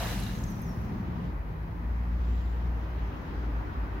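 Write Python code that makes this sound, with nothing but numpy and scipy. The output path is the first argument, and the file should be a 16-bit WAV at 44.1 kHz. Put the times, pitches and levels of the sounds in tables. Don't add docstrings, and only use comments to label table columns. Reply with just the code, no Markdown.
import sys
import numpy as np
from scipy import signal
from scipy.io import wavfile

SR = 44100
rng = np.random.default_rng(int(sys.argv[2]) if len(sys.argv) > 2 else 0)


def generate_wav(signal):
    frames = np.transpose(np.atleast_2d(signal))
    scaled = np.clip(frames, -1, 1) * 32767
    pcm = np.round(scaled).astype(np.int16)
    wavfile.write(sys.argv[1], SR, pcm)


N = 176400

# (frequency [Hz], left-right likeness [-1 to 1])
GRAIN_LIKENESS = [(200, .9), (400, 1), (950, 0.64), (2400, 0.4), (6000, -0.16), (15000, 0.13)]


def from_db(db):
    return 10 ** (np.asarray(db) / 20)


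def unit_rms(x):
    return x / np.sqrt(np.mean(x ** 2) + 1e-20)


def automation(rows):
    times, *columns = np.transpose(rows)
    return [np.interp(np.arange(N) / SR, times, column) for column in columns]


def fader(rows):
    return from_db(automation(rows)[0])


def at_hz(points, hz):
    frequencies, values = np.transpose(points)
    return np.interp(np.log(hz), np.log(frequencies), values)


def drift(rate_hz):
    pole = np.exp(-80 * np.pi * rate_hz / SR)
    slow = signal.lfilter([1], [1, -2 * pole, pole * pole], rng.standard_normal(N // 40 + 2002))[2000:]
    return np.interp(np.arange(N) / 40, np.arange(len(slow)), unit_rms(slow))


def coloured(source, spectrum, likeness, flicker_db):
    out, edges = 0, 20 * 2 ** (np.arange(30) / 3)
    for k, (low, high) in enumerate(zip(edges, edges[1:])):
        hz, flicker = np.sqrt(low * high), drift(9.3)
        if spectrum[0][0] / 2 ** .5 < hz < spectrum[-1][0] * 2 ** .5:
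            band = signal.butter(2, [low, high], "band", fs=SR, output="sos")
            mid, side = signal.sosfilt(band, source[k % 2])
            alike = np.clip(at_hz(likeness, hz), -1, 1)
            gain = from_db(at_hz(spectrum, hz) + flicker_db * flicker)
            out = out + gain * (np.sqrt(1 + alike) * mid + np.sqrt(1 - alike) * side * [[1], [-1]])
    return unit_rms(out)


def noise(spectrum, flicker_db):
    # (frequency [Hz], left-right likeness [-1 to 1])
    likeness = [(30, 1), (60, 0.96), (110, 0.87), (170, 0.98), (270, 0.77), (450, 0.61), (740, 0.08),
                (1220, -0.32), (2010, -0.0077), (3330, 0.038), (15000, 0.06)]
    return coloured(rng.standard_normal((2, 2, N)), spectrum, likeness, flicker_db)


def grains(per_s, spread_db):
    shape = (2, 2, N)
    sizes = from_db(spread_db * np.minimum(rng.exponential(1, shape), 4)) * rng.choice([-1, 1], shape)
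    return sizes * (rng.random(shape) < per_s / SR) + 1e-18


def patter(spectrum, per_s, spread_db, flicker_db):
    return coloured(grains(per_s, spread_db), spectrum, GRAIN_LIKENESS, flicker_db)


def add(track, start_s, sound):
    start = max(int(start_s * SR), 0)
    track[..., start:start + sound.shape[-1]] += sound[..., :N - start]


def bridge(x, t60_s=0.34):
    x, out = np.broadcast_to(x, (2, N)), np.zeros((2, N))
    for k, lag in enumerate((rng.uniform(.012, .055, 16) * SR).astype(int)):
        loop, gain = x[k % 2].copy(), from_db(-60 * lag / SR / t60_s)
        for i in range(lag, N, lag):
            loop[i:i + lag] += gain * loop[i - lag:i][:N - i]
        out[k % 2] += (loop - x[k % 2]) * (-1) ** (k // 2)
    return out / np.sqrt(8)


def splash(slosh_fall_db_per_s=47, spray_fall_db_per_s=43.5, spray_hold_s=.1):
    # (frequency [Hz], relative density [dB])
    slosh_colour = [(300, -19), (480, 0.5), (720, -2), (950, 1), (1200, -8), (1600, -4), (2300, -18.5)]
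    spray_colour = [(900, -11.5), (1700, -1), (2300, -2), (2900, -3), (3400, -5.5), (3950, -4),
                    (5200, -9.5), (6500, -5), (8500, -17), (12000, -9), (16000, -23)]
    foam_colour = [(4000, -3.5), (6500, 12), (8500, -40), (10500, 2), (12700, 1), (16000, 4.5)]
    # (time [s], level [dB])
    foam_level = [(0, -50), (.35, -61), (.55, -61.5), (.82, -64.5), (1.0, -72), (1.3, -100)]
    t = np.arange(N) / SR
    slosh_gain = from_db(-38 - slosh_fall_db_per_s * t)
    spray_gain = from_db(-42 - spray_fall_db_per_s * np.maximum(t - spray_hold_s, 0))
    slosh = slosh_gain * patter(slosh_colour, per_s=2000, spread_db=2, flicker_db=1.5)
    spray = spray_gain * patter(spray_colour, per_s=5000, spread_db=2, flicker_db=.1)
    foam = fader(foam_level) * patter(foam_colour, per_s=3300, spread_db=3.5, flicker_db=.6)
    return slosh + spray + foam


def large_bubbles(ring_cycles=57, pitch_rise=0.065, wet_db=-5):
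    # (time [s], starting pitch [Hz], peak [dB])
    plinks = [(.004, 676, -33), (.018, 732, -39), (.02, 3900, -51), (0.033, 1700, -43), (0.041, 3860, -36),
              (.055, 720, -42), (0.071, 3680, -36), (.225, 4030, -37.5), (.268, 3830, -38)]
    out, age = np.zeros(N), np.arange(SR // 4) / SR
    for start_s, hz, db in plinks:
        life = age * hz / ring_cycles
        phase = 2 * np.pi * np.cumsum(hz * (1 + pitch_rise * np.minimum(life, 1))) / SR
        add(out, start_s, from_db(db) * np.exp(-np.log(1000) * life) * np.sin(phase))
    return out + from_db(wet_db) * bridge(out)


def small_bubbles(level_db=-48.5, fall_db_per_s=21):
    # (pitch [Hz], bandwidth [Hz], relative level [dB])
    rings = [(720, 140, -2), (1690, 64, -2.5), (2820, 99, -4.5), (4000, 330, 0)]
    out, t = 0, np.arange(N) / SR
    for hz, width, db in rings:
        pops = grains(per_s=130, spread_db=-0.5)[0]
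        ringing = signal.lfilter(*signal.iirpeak(hz, hz / width, fs=SR), pops)
        out = out + from_db(db) * unit_rms(ringing)
    fall_db = fall_db_per_s * t + 45 * np.maximum(t - .3, 0)
    return out * from_db(level_db - fall_db)


def drop_ticks(wet_db=-9):
    # (time [s], peak [dB], centre [Hz], length [s])
    ticks = [(0.2, -38, 9700, 0.0076), (0.236, -41, 7400, 0.0057), (.372, -55, 9100, 0.0046),
             (.387, -44.5, 6430, 0.0062), (0.438, -38, 6340, 0.0073), (.502, -44, 13100, 0.0034),
             (.514, -45, 13000, 0.0036), (.595, -52, 10000, 0.0036), (.617, -42, 12500, 0.0099),
             (.692, -50, 12000, .006), (0.818, -53, 12500, .005)]
    out, age = np.zeros((2, N)), np.arange(SR // 20) / SR
    for start_s, db, hz, length in ticks:
        burst = rng.standard_normal(len(age)) + rng.standard_normal((2, len(age)))
        band = signal.butter(2, [hz * 0.85, min(hz * 1.1, SR / 2 - 1)], "band", fs=SR, output="sos")
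        tick = signal.sosfilt(band, burst * np.exp(-2 * age / length))
        add(out, start_s, from_db(db) * tick / np.abs(tick).max())
    return out + from_db(wet_db) * bridge(out)


def passing_engine():
    # (time [s], firing rate [Hz], fundamental level [dB], overtone level [dB])
    pass_by = [(0, 50.26, -33.5, -95), (1.25, 49.37, -61, -87), (1.38, 50.58, -31.5, -57),
               (1.6, 53.18, -41, -45), (1.9, 58.02, -31.5, -48), (2.15, 58.75, -29.5, -44),
               (2.29, 58.92, -26.5, -47), (2.5, 59.1, -29.5, -52.5), (2.68, 58.8, -29, -42.5),
               (2.82, 58.02, -34, -61), (2.97, 57.5, -30.5, -47), (3.2, 56.63, -46.5, -55),
               (3.4, 56.5, -34, -53), (3.57, 55, -30.5, -53), (3.68, 56.07, -43, -59),
               (3.85, 54.83, -33.5, -59), (4, 55, -41, -51)]
    # (multiple of the firing rate, relative level [dB])
    orders = [(2, -2), (3, 1), (4, -11.5), (5, -21)]
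    hz, db, overtones_db = automation(pass_by)
    phase = 2 * np.pi * np.cumsum(hz * (1 + 0.0054 * drift(7.5))) / SR
    overtones = sum(from_db(overtones_db + order_db + 2 * drift(3.68)) * np.cos(round(k) * phase)
                    for k, order_db in orders)
    fundamental = from_db(db + 0.2 * drift(3.6)) * np.cos(phase)
    return np.sqrt(2) * (fundamental + overtones)


def droning_engine(pitch_hz=114.1, boom_db=2.5):
    # (time [s], level [dB])
    level = [(0, -40.5), (.35, -40.5), (.8, -42), (1.29, -40.5), (1.35, -60), (1.6, -90)]
    # (frequency [Hz], relative density [dB])
    boom_colour = [(90, -24), (135, -10.5), (165, 2), (205, -7), (255, -9), (330, -25), (420, -27),
                   (700, -31.5)]
    phase = 2 * np.pi * np.cumsum(pitch_hz * (1 + .008 * drift(13))) / SR
    drone = np.sqrt(2) * np.sin(phase) * from_db(1.1 * drift(5.2))
    return fader(level) * (drone + from_db(boom_db) * noise(boom_colour, flicker_db=1.17))


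def road(rumble_db=-37):
    # (frequency [Hz], relative density [dB])
    rumble_colour = [(22, -32), (31, -26.5), (42, -5), (55, 0), (80, -3.5), (115, -10.5), (170, -16),
                     (240, -21), (400, -38), (700, -33)]
    wheel_colour = [(90, -10), (140, -4.5), (220, 0), (300, 2), (390, -5.5), (600, -10)]
    tyre_colour = [(200, 1), (290, -5.5), (400, -3.5), (560, -5.5), (780, -4.5), (980, 3), (1250, -4.5),
                   (1600, -6.5), (2000, -7), (3000, -24.5), (4200, -26), (6500, -35), (8000, -82)]
    hiss_colour = [(2000, -6), (3000, 20.5), (4200, 6), (5200, 13), (6600, -5), (8000, -30), (10000, -10)]
    car_colour = [(600, -28.5), (830, 2.5), (1080, -2.5), (1350, -1), (1680, -5), (2100, -12.5),
                  (2800, -23.5)]
    # (time [s], level [dB])
    wheel_level = [(0, -48.5), (1.28, -45), (1.38, -48), (2.0, -48.5), (2.45, -49), (2.7, -46.5),
                   (3.3, -44), (4, -45)]
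    tyre_level = [(0, -49), (.8, -46.5), (1.28, -47), (1.4, -49), (2.0, -47.5), (2.5, -48), (3.1, -46.5),
                  (3.75, -46.5), (4, -46.5)]
    hiss_level = [(0, -75), (1.27, -63), (1.38, -77), (2.1, -68.5), (2.26, -61), (2.7, -65.5), (3.2, -62),
                  (4, -69.5)]
    car_level = [(0, -83), (2.4, -70), (2.95, -54.5), (3.25, -52.5), (3.75, -48.5), (4, -48.5)]
    rumble = from_db(rumble_db) * noise(rumble_colour, flicker_db=-0.06)
    wheels = fader(wheel_level) * noise(wheel_colour, flicker_db=2.0)
    tyres = fader(tyre_level) * noise(tyre_colour, flicker_db=0.4)
    hiss = fader(hiss_level) * noise(hiss_colour, flicker_db=2.0)
    car = fader(car_level) * noise(car_colour, flicker_db=3.3)
    return rumble + wheels + tyres + hiss + car


def near_bird(waver_hz=110, wet_db=1):
    # (time [s], length [s], start pitch [Hz], end pitch [Hz], level [dB])
    whistles = [(.335, 0.054, 6520, 6620, -59.5), (.465, 0.041, 6560, 6120, -56),
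                (.505, 0.056, 5700, 5700, -63.5), (0.616, 0.039, 6440, 6000, -61),
                (0.656, .08, 5750, 5350, -62.5)]
    out, waver = np.zeros(N), drift(240)
    for start_s, length, start_hz, end_hz, db in whistles:
        progress = np.linspace(0, 1, int(length * SR))
        glide = start_hz + (end_hz - start_hz) * progress
        hz = glide + waver_hz * waver[int(start_s * SR):][:len(progress)]
        swell = from_db(db) * np.sqrt(2) * np.sin(np.pi * progress)
        add(out, start_s, swell * np.sin(2 * np.pi * np.cumsum(hz) / SR))
    return out + from_db(wet_db) * bridge(out)


def far_bird(pitch_hz=7070, spread_hz=450):
    # (time [s], level [dB])
    level = [(0, -110), (1.8, -110), (1.95, -85), (2.18, -87), (2.3, -74), (2.52, -76), (2.68, -100),
             (4, -110)]
    hz = pitch_hz + spread_hz * drift(90)
    twitter = np.sin(2 * np.pi * np.cumsum(hz) / SR)
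    return fader(level) * unit_rms(bridge(twitter))


def rope():
    # (frequency [Hz], relative density [dB])
    colour = [(2500, -4), (4000, 0), (6300, -1), (8500, -12), (11000, -5), (13000, -3), (16000, -8)]
    # (time [s], level [dB])
    level = [(0, -100), (2.12, -95), (2.26, -72), (4, -79)]
    return fader(level) * patter(colour, per_s=4000, spread_db=2, flicker_db=1.2)


def microphone_hiss(level_db=-72):
    # (frequency [Hz], relative density [dB])
    colour = [(3000, 4), (6500, -16.5), (8500, -60), (10000, -17.5), (12000, 31.5), (16000, 17.5)]
    return from_db(level_db) * noise(colour, flicker_db=0.1)


def scene(pan_db=.5):
    traffic = (road() + droning_engine() + passing_engine()) * from_db([[pan_db], [-pan_db]])
    water = splash() + small_bubbles() + large_bubbles() + drop_ticks()
    return traffic + water + near_bird() + far_bird() + microphone_hiss()


def record(dry, cutoff_hz=15850):
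    return signal.sosfilt(signal.ellip(12, .1, 80, cutoff_hz, fs=SR, output="sos"), dry)


dry = scene()
out = record(dry)
generate_wav(out)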